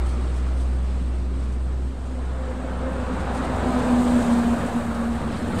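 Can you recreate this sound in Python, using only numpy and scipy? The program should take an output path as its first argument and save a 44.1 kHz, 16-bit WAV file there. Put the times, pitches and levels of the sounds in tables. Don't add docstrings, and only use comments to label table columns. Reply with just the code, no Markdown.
import sys
import numpy as np
from scipy import signal
from scipy.fft import rfft, irfft, next_fast_len
from scipy.io import wavfile
from scipy.ndimage import uniform_filter1d

SR = 44100
rng = np.random.default_rng(int(sys.argv[2]) if len(sys.argv) > 2 else 0)


def amplitude_ratio(level_db):
    exponent = np.asarray(level_db, float) / 20
    return 10 ** exponent


def log_audio(samples):
    frames = np.atleast_2d(samples).T
    limited = np.clip(frames, -1, 1)
    pcm = np.round(limited * 32767).astype(np.int16)
    wavfile.write(sys.argv[1], SR, pcm)


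N = 246959
T = np.arange(N) / SR
SPEED_M_S, LANE_M = 14.5, 6

# (time [s], level [dB])
WHINE = [
    (1.4, -68),
    (2.1, -42.5),
    (2.75, -37.5),
    (3.63, -34),
    (3.68, -21),
    (4.25, -16.5),
    (4.66, -26),
    (5.1, -26),
    (5.6, -35.5),
]
# (time [s], change [dB], half-width [s])
BEATS = [(1.93, -15, 0.032), (2.136, 2, 0.027), (2.33, -22, 0.041), (2.42, 9, 0.019), (2.475, -11, 0.014),
         (2.648, 12, 0.0074), (2.87, 5.5, 0.026), (2.92, -17, 0.018), (3.0, 3, .03), (3.08, -12, 0.014),
         (3.11, 7.5, .02), (3.225, -15, .03), (3.48, -2, .03), (3.54, 9, 0.012), (3.57, -8, .012),
         (3.76, 0, .02), (3.83, -7, .022), (3.88, -1, .015), (3.98, -2, 0.034), (4.25, -10, 0.032),
         (4.3, 3.5, 0.021), (4.42, 0, .03), (4.61, -10, 0.0076), (4.64, 2.5, 0.0098), (4.71, -22, 0.021),
         (4.77, 4.5, 0.013), (4.84, -7, 0.029), (4.94, -14, 0.012), (5.07, 0.5, .05), (5.19, -12, 0.011),
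         (5.24, -10, 0.02), (5.28, 1, 0.013), (5.33, -13, .01), (5.36, 4, .012), (5.39, -21, 0.015)]
# (time [s], change [dB], half-width [s])
OCTAVE_BEATS = [(2.02, -6, 0.033), (2.28, -7, .04), (2.45, 3, .04), (2.66, -3, 0.036), (2.86, 5, 0.045),
                (2.96, 3, 0.027), (3.04, -4, 0.019), (3.24, -3, 0.035), (3.45, -4, 0.051),
                (3.93, -8, 0.022), (4.2, -10, 0.037), (4.29, 6.5, 0.024), (4.82, -1, 0.049)]
# (time [s], pitch [Hz])
LEAD_AXLE = [(0, 253.1), (3.3, 252), (3.55, 250.3), (3.78, 248), (3.83, 245.7), (3.91, 248), (3.98, 243.8),
             (4.16, 244.1), (4.22, 238.3), (4.36, 238.4), (4.45, 235.3), (4.76, 235.5), (4.88, 232.2),
             (5.23, 233.5), (5.32, 229.7), (5.6, 230.8)]


def treads():
    block_hz, pass_s = 243.5, 4.1
    along = SPEED_M_S * (T - pass_s)
    closing = along / np.hypot(along, LANE_M)
    hz = block_hz / (1 + SPEED_M_S / 343 * closing)

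    blur = np.interp(T, [3.4, 3.7, 5.2, 5.4], [0.014, 0.0059, 0.004, 0.014])
    lead = tone(columns(LEAD_AXLE)[0] * (1 + blur * walk(25)))
    stray = tone(hz * (1.03 + 0.018 * walk(24.67)))
    first_db = columns(WHINE)[0] + swells(BEATS, T) + 1.7 * walk(30)

    octave_db = -39 + 0.66 * nearness(T, 3.81, SPEED_M_S) + 2 * shadow(T) + swells(OCTAVE_BEATS, T)
    front_db = np.interp(T, [2.2, 2.4, 3.2, 3.6], [7.5, 4.5, 2.0, -1.5])
    spread = np.interp(T, [3.3, 3.8], [1, 0.35])
    octave = 0
    for detune, axle_db in [(-0.01, -1), (0.02, 2), (0.07, -3)]:
        axle_hz = 2 * hz * (1 + spread * (detune + 0.011 * walk(30)))
        octave = octave + amplitude_ratio(axle_db + 3.5 * walk(14)) * tone(axle_hz)
    upper = 0
    for multiple in (2.45, 3, 3.15, 4, 5):
        upper_hz = multiple * hz * (1 + 0.012 * walk(40))
        upper = upper + amplitude_ratio(-2 * multiple + 4 * walk(25)) * tone(upper_hz)
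    overtones = amplitude_ratio(front_db - 5) * octave + amplitude_ratio(-3 - 2 * front_db) * upper
    return amplitude_ratio(first_db) * (lead + amplitude_ratio(-27) * stray) + amplitude_ratio(octave_db) * overtones


# (level abreast [dB], abreast at [s], fall-off re 6 dB per doubling [ratio], source half-length [m])
PASSING = [(-32.5, 4, 0.89, 2.8), (-31.5, 3.97, 1, 2.6), (-36.5, 4.09, 0.9, 9.5), (-46, 4.06, 0.87, 2.6),
           (-48.5, 4.13, 1.2, 0.51)]
# (frequency [Hz], level [dB per Hz])
PASSING_LOW = [(20, -20), (48, -7), (90, -2), (140, -5.5), (180, 2.5), (250, 1)]
PASSING_TONE = [(300, -5), (410, -7), (480, -4.5), (730, -6), (1690, -12), (1930, -16.5), (3850, -19.5),
                (5500, -33), (7500, -35), (10200, -42.5), (11500, -42), (13000, -54.5), (15500, -51)]


def passing_tyres():
    return rolling(PASSING, SPEED_M_S, 1, PASSING_LOW + PASSING_TONE,
                   patchy_db=1.35, flicker_db=-0.12, air=0.37, rear_db=8.5)


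# (lowest [Hz], highest [Hz])
BANDS_HZ = [(85, 200), (560, 1000), (1000, 1700), (2200, 5000), (6000, 10500)]
# (time [s], change [dB], half-width [s])
BUMPS = [(0.0, 0.5, 0.046), (0.9, -3, 0.14), (1.2, 3.5, 0.28), (1.75, 3, 0.18), (2.7, 2, 0.12),
         (3.7, 0, 0.073), (4.25, 4, 0.049), (4.55, 3.5, 0.063), (4.92, 0, 0.091), (5.28, 2.5, 0.076),
         (5.45, 4, .04), (5.58, 5, 0.044)]
# (time [s], change [dB], half-width [s])
PUFFS = [
    (5.36, 4, 0.042),
    (5.6, 9.5, 0.013),
]


def rolling(table, speed, hidden, colour, patchy_db, flicker_db, air, rear_db):
    stft = dict(nperseg=1024, noverlap=768)
    hz, s, noise = signal.stft(rng.standard_normal(N), SR, **stft)
    tone_db = colour_db(colour, np.maximum(hz, 1))
    levels = []
    for db, abreast_s, fall, half_m in table:
        levels.append(db + fall * nearness(s, abreast_s, speed, half_m) + hidden * shadow(s))
    levels[0] = levels[0] + swells(BUMPS, s)
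    levels[3] = levels[3] + swells(PUFFS, s)

    lifts = []
    for region_db, (lo, hi) in zip(levels, BANDS_HZ):
        inside = (hz > lo) & (hz < hi)
        power = np.sum(amplitude_ratio(2 * tone_db[inside])) / len(hz)
        lifts.append(region_db - 10 * np.log10(power))
    top = lifts[4] + air * (levels[4] + 46.5)
    lifts.append(top + rear_db * np.clip((s - 4.2) / 0.5, 0, 1))

    centres = np.log(list(np.sqrt(np.prod(BANDS_HZ, axis=1))) + [13000])
    weights = np.array([np.interp(np.log(hz + 1), centres, row) for row in np.eye(6)])
    db = tone_db[:, None] + weights.T @ np.array(lifts)
    db = db + patchy_db * patches(db.shape, bins=2, frames=4)
    db = db + flicker_db * patches(db.shape, bins=90, frames=4)
    treble = (hz / (hz + 2500))[:, None]
    sparkle = 1.5 * patches(db.shape, bins=5, frames=3)
    surge = 1.1 * patches(db.shape, bins=150, frames=14)
    db = db + treble * (sparkle + surge)
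    return signal.istft(noise * amplitude_ratio(db), SR, **stft)[1][:N]


# (time [s], firing rate [Hz], level [dB])
BOOM = [(0.0, 61.64, -20), (0.11, 62.62, -22.5), (0.76, 62.9, -22), (1.48, 62.58, -25.5),
        (1.87, 64.02, -24), (1.93, 64.18, -31), (2.28, 64.0, -25.5), (2.48, 64.0, -28), (4.21, 64.0, -32),
        (4.65, 65.5, -32.5), (4.66, 65.26, -42.5), (5.18, 65.7, -29.5), (5.22, 64.8, -48),
        (5.26, 67.36, -32), (5.38, 65, -45), (5.44, 64.97, -32), (5.52, 64.9, -37), (5.6, 63.7, -25)]
# (multiple of firing rate [ratio], level [dB])
BOOM_ORDERS = [(1.65, -25), (2, -22), (2.8, -23), (3.4, -26), (4.1, -27), (5, -31), (5.6, -29)]
# (time [s], change [dB], half-width [s])
BOOM_FADES = [
    (1.95, -0.5, 0.1),
    (2.6, -4.5, 0.037),
    (3.85, -0.5, 0.041),
    (4.27, -10, 0.014),
    (4.41, -6, 0.013),
    (4.6, -4, 0.027),
    (4.87, 0, .025),
    (5.33, -6, 0.02),
    (5.6, -7, 0.022),
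]


def exhaust():
    hz, db = columns(BOOM)
    sound = amplitude_ratio(0.5 * walk(6.1)) * tone(hz * (1 + 0.001 * walk(12)))
    for multiple, order_db in BOOM_ORDERS:
        order_hz = multiple * hz * (1 + 0.004 * walk(8))
        sound = sound + amplitude_ratio(order_db + 3 * walk(6)) * tone(order_hz)
    return amplitude_ratio(db + swells(BOOM_FADES, T)) * sound


# (level abreast [dB], abreast at [s], fall-off re 6 dB per doubling [ratio], source half-length [m])
LEAVING = [(-35.5, -0.9, 0.82, 0), (-41.5, -0.71, 0.91, 0), (-43.5, -0.51, 1.01, 0),
           (-49.5, -0.86, 0.69, 0), (-55.5, -.6, 0.36, 0)]
# (frequency [Hz], level [dB per Hz])
LEAVING_LOW = [(20, -18), (48, -8), (90, 8.5), (180, 2.5), (250, 8.5)]
LEAVING_TONE = [(300, -6.5), (354, 0.5), (410, -4.5), (630, -9.5), (1000, -14), (1260, -13), (1720, -21),
                (4400, -32), (6000, -39), (10000, -43.5), (12000, -46.5), (13500, -47), (15500, -55)]


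def leaving_tyres():
    return rolling(LEAVING, 7.78, 0, LEAVING_LOW + LEAVING_TONE,
                   patchy_db=1.5, flicker_db=0, air=1, rear_db=9)


# (level abreast [dB], abreast at [s], fall-off re 6 dB per doubling [ratio], source half-length [m])
NEXT = [(-34.5, 5.6, 1.7, 0), (-40, 5.58, 2.2, 0), (-41, 5.584, 2.2, 0), (-48, 5.61, 2.7, 0),
        (-51.5, 5.65, 2.2, 0)]


def follower_tyres():
    return rolling(NEXT, SPEED_M_S, 0, PASSING_LOW + PASSING_TONE,
                   patchy_db=2.5, flicker_db=1.57, air=0.43, rear_db=4)


# (time [s], peak level [dB], rise [s])
RATTLES = [(0.0553, -36.5, 0.011), (0.0794, -42, 0.021), (0.3294, -40, 0.015), (0.3594, -44, 0.019),
           (0.4594, -43, 0.0096), (0.565, -41, 0.017), (0.5994, -44, 0.016), (1.5194, -44, 0.012),
           (2.9253, -49, 0.0081), (3.1194, -41, 0.012), (3.1894, -41, 0.014), (3.3408, -36, 0.014),
           (3.3662, -41, 0.0083), (3.4394, -37, 0.0091), (3.7883, -35, 0.0061), (4.0267, -45.5, 0.0059),
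           (4.09, -42, 0.0081), (4.1669, -47, 0.0087), (4.2194, -33, 0.0074), (4.2936, -37, 0.02),
           (4.3166, -43, 0.014), (4.6594, -35, 0.009), (4.9162, -54, 0.0091), (4.9422, -36, 0.0093),
           (5.1494, -39, 0.0083), (5.4665, -50, 0.012), (5.4904, -50, 0.013), (5.5794, -31, 0.014)]


def rattles():
    colour = [(1500, -20), (3200, 0), (6000, -6), (10000, -11), (12000, -21), (15500, -36)]  # (Hz, dB)
    clatter = coloured(colour) * amplitude_ratio(1.8 * walk(150))
    out = np.zeros(N)
    for s, db, rise_s in RATTLES:
        i = int(s * SR)
        t = np.arange(min(N - i, int(0.2 * SR))) / SR / rise_s
        swell = (t * np.exp(1 - t)) ** 1.17
        out[i:i + len(t)] += amplitude_ratio(db - 12) * swell * clatter[i:i + len(t)]
    return out


# (time [s], peak level [dB])
TICKS = [(1.26, -60), (1.3433, -57), (1.4606, -57), (2.3037, -56), (2.5112, -53), (2.7177, -50),
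         (2.9253, -45), (3.0305, -54), (3.3408, -44), (3.6745, -46), (4.0253, -44), (4.0886, -42),
         (4.2497, -41), (4.9132, -49), (4.9467, -45), (5.1512, -43), (5.246, -50), (5.5872, -40),
         (5.591, -41), (5.595, -39), (5.598, -41)]


def ticks():
    out = np.zeros(N)
    for s, db in TICKS:
        out[int(s * SR)] = amplitude_ratio(db + 16)
    sos = signal.butter(3, [8500, 12000], "band", fs=SR, output="sos")
    return signal.sosfilt(sos, out)


# (frequency [Hz], level [dB per Hz])
DUST = [(3000, -39), (6000, 1), (7200, 4), (9000, -8), (12000, -8), (15500, -15)]


def dust():
    db = -50 + 1.5 * nearness(T, 4.22, SPEED_M_S)
    return coloured(DUST) * amplitude_ratio(db + 0.5 * walk(9) + 2 * walk(120))


# (time [s], flutter change [dB], buffet change [dB], half-width [s])
GUSTS = [(0.0, 17, -2, 0.055), (2.06, -1, 4, .08), (2.95, 7, 11, 0.13), (3.2, 9, 11, 0.06),
         (3.55, 4, 14, 0.13), (3.9, 11, 4, 0.048), (4.3, 0, 0, .05), (4.62, 0, 16, 0.066),
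         (4.87, -8, 14, 0.066), (5.2, 9, 12, 0.1), (5.44, 3, 11, 0.059), (5.6, -12, 1, 0.05)]


def wake():
    stirred = amplitude_ratio(nearness(T, 4.4, SPEED_M_S))
    s, flutter_change, buffet_change, width = np.transpose(GUSTS)
    flutter_db = -54 + 14 * stirred + swells(zip(s, flutter_change, width), T)
    buffet_db = -44.5 + 1.5 * stirred + swells(zip(s, buffet_change, width), T)
    flutter = amplitude_ratio(flutter_db - 2 + 2 * walk(22)) * band(29, 43)
    buffet = amplitude_ratio(buffet_db - 4.5 + 2 * walk(22)) * band(77.6, 93.4)
    return flutter + buffet


def nearness(t, abreast_s, speed, half_length=0):
    gap_m = np.maximum(speed * np.abs(t - abreast_s) - half_length, 0)
    return -10 * np.log10(1 + (gap_m / LANE_M) ** 2)


def shadow(t):
    emerges_s, takes_s = 2.22, 0.12
    return -8 / (1 + np.exp((t - emerges_s) / takes_s))


def swells(rows, t):
    return sum(db * np.exp(-0.5 * ((t - s) / width) ** 2) for s, db, width in rows)


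def colour_db(colour, hz):
    port_hz, port_width_hz, port_db = 8450, 1600, 9.9
    colour_hz, db = np.transpose(colour)
    ring = port_db / (1 + (2 * (hz - port_hz) / port_width_hz) ** 2)
    return np.interp(np.log(hz), np.log(colour_hz), db) + ring


def coloured(colour):
    size = next_fast_len(N)
    hz = np.maximum(np.fft.rfftfreq(size, 1 / SR), 1)
    spectrum = amplitude_ratio(colour_db(colour, hz)) * rfft(rng.standard_normal(size))
    return unit_rms(irfft(spectrum, size)[:N])


def patches(shape, bins, frames):
    field = rng.standard_normal(shape)
    for _ in range(2):
        field = uniform_filter1d(field, bins, axis=0)
        field = uniform_filter1d(field, frames, axis=1)
    return field / field.std()


def columns(table):
    s, *values = np.transpose(table)
    return [np.interp(T, s, v) for v in values]


def walk(rate):
    knots = 1.2 * rng.standard_normal(1000)
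    return np.interp(T * rate, np.arange(1000), knots)


def tone(hz):
    turns = np.cumsum(hz) / SR + rng.random()
    return np.sqrt(2) * np.sin(2 * np.pi * turns)


def band(lo_hz, hi_hz):
    sos = signal.butter(2, [lo_hz, hi_hz], "band", fs=SR, output="sos")
    return unit_rms(signal.sosfilt(sos, rng.standard_normal(N)))


def unit_rms(x):
    return x / np.sqrt(np.mean(x ** 2))


def scene():
    passing = treads() + passing_tyres()
    leaving = exhaust() + leaving_tyres()
    loose = rattles() + ticks() + dust()
    return (passing + leaving + follower_tyres() + loose + wake())[None]


def band_limit(x):
    return signal.sosfilt(signal.butter(12, 15570, fs=SR, output="sos"), x)


def record(dry):
    mix = dry + 0.0114
    return band_limit(mix)


dry = scene()
out = record(dry)
log_audio(out)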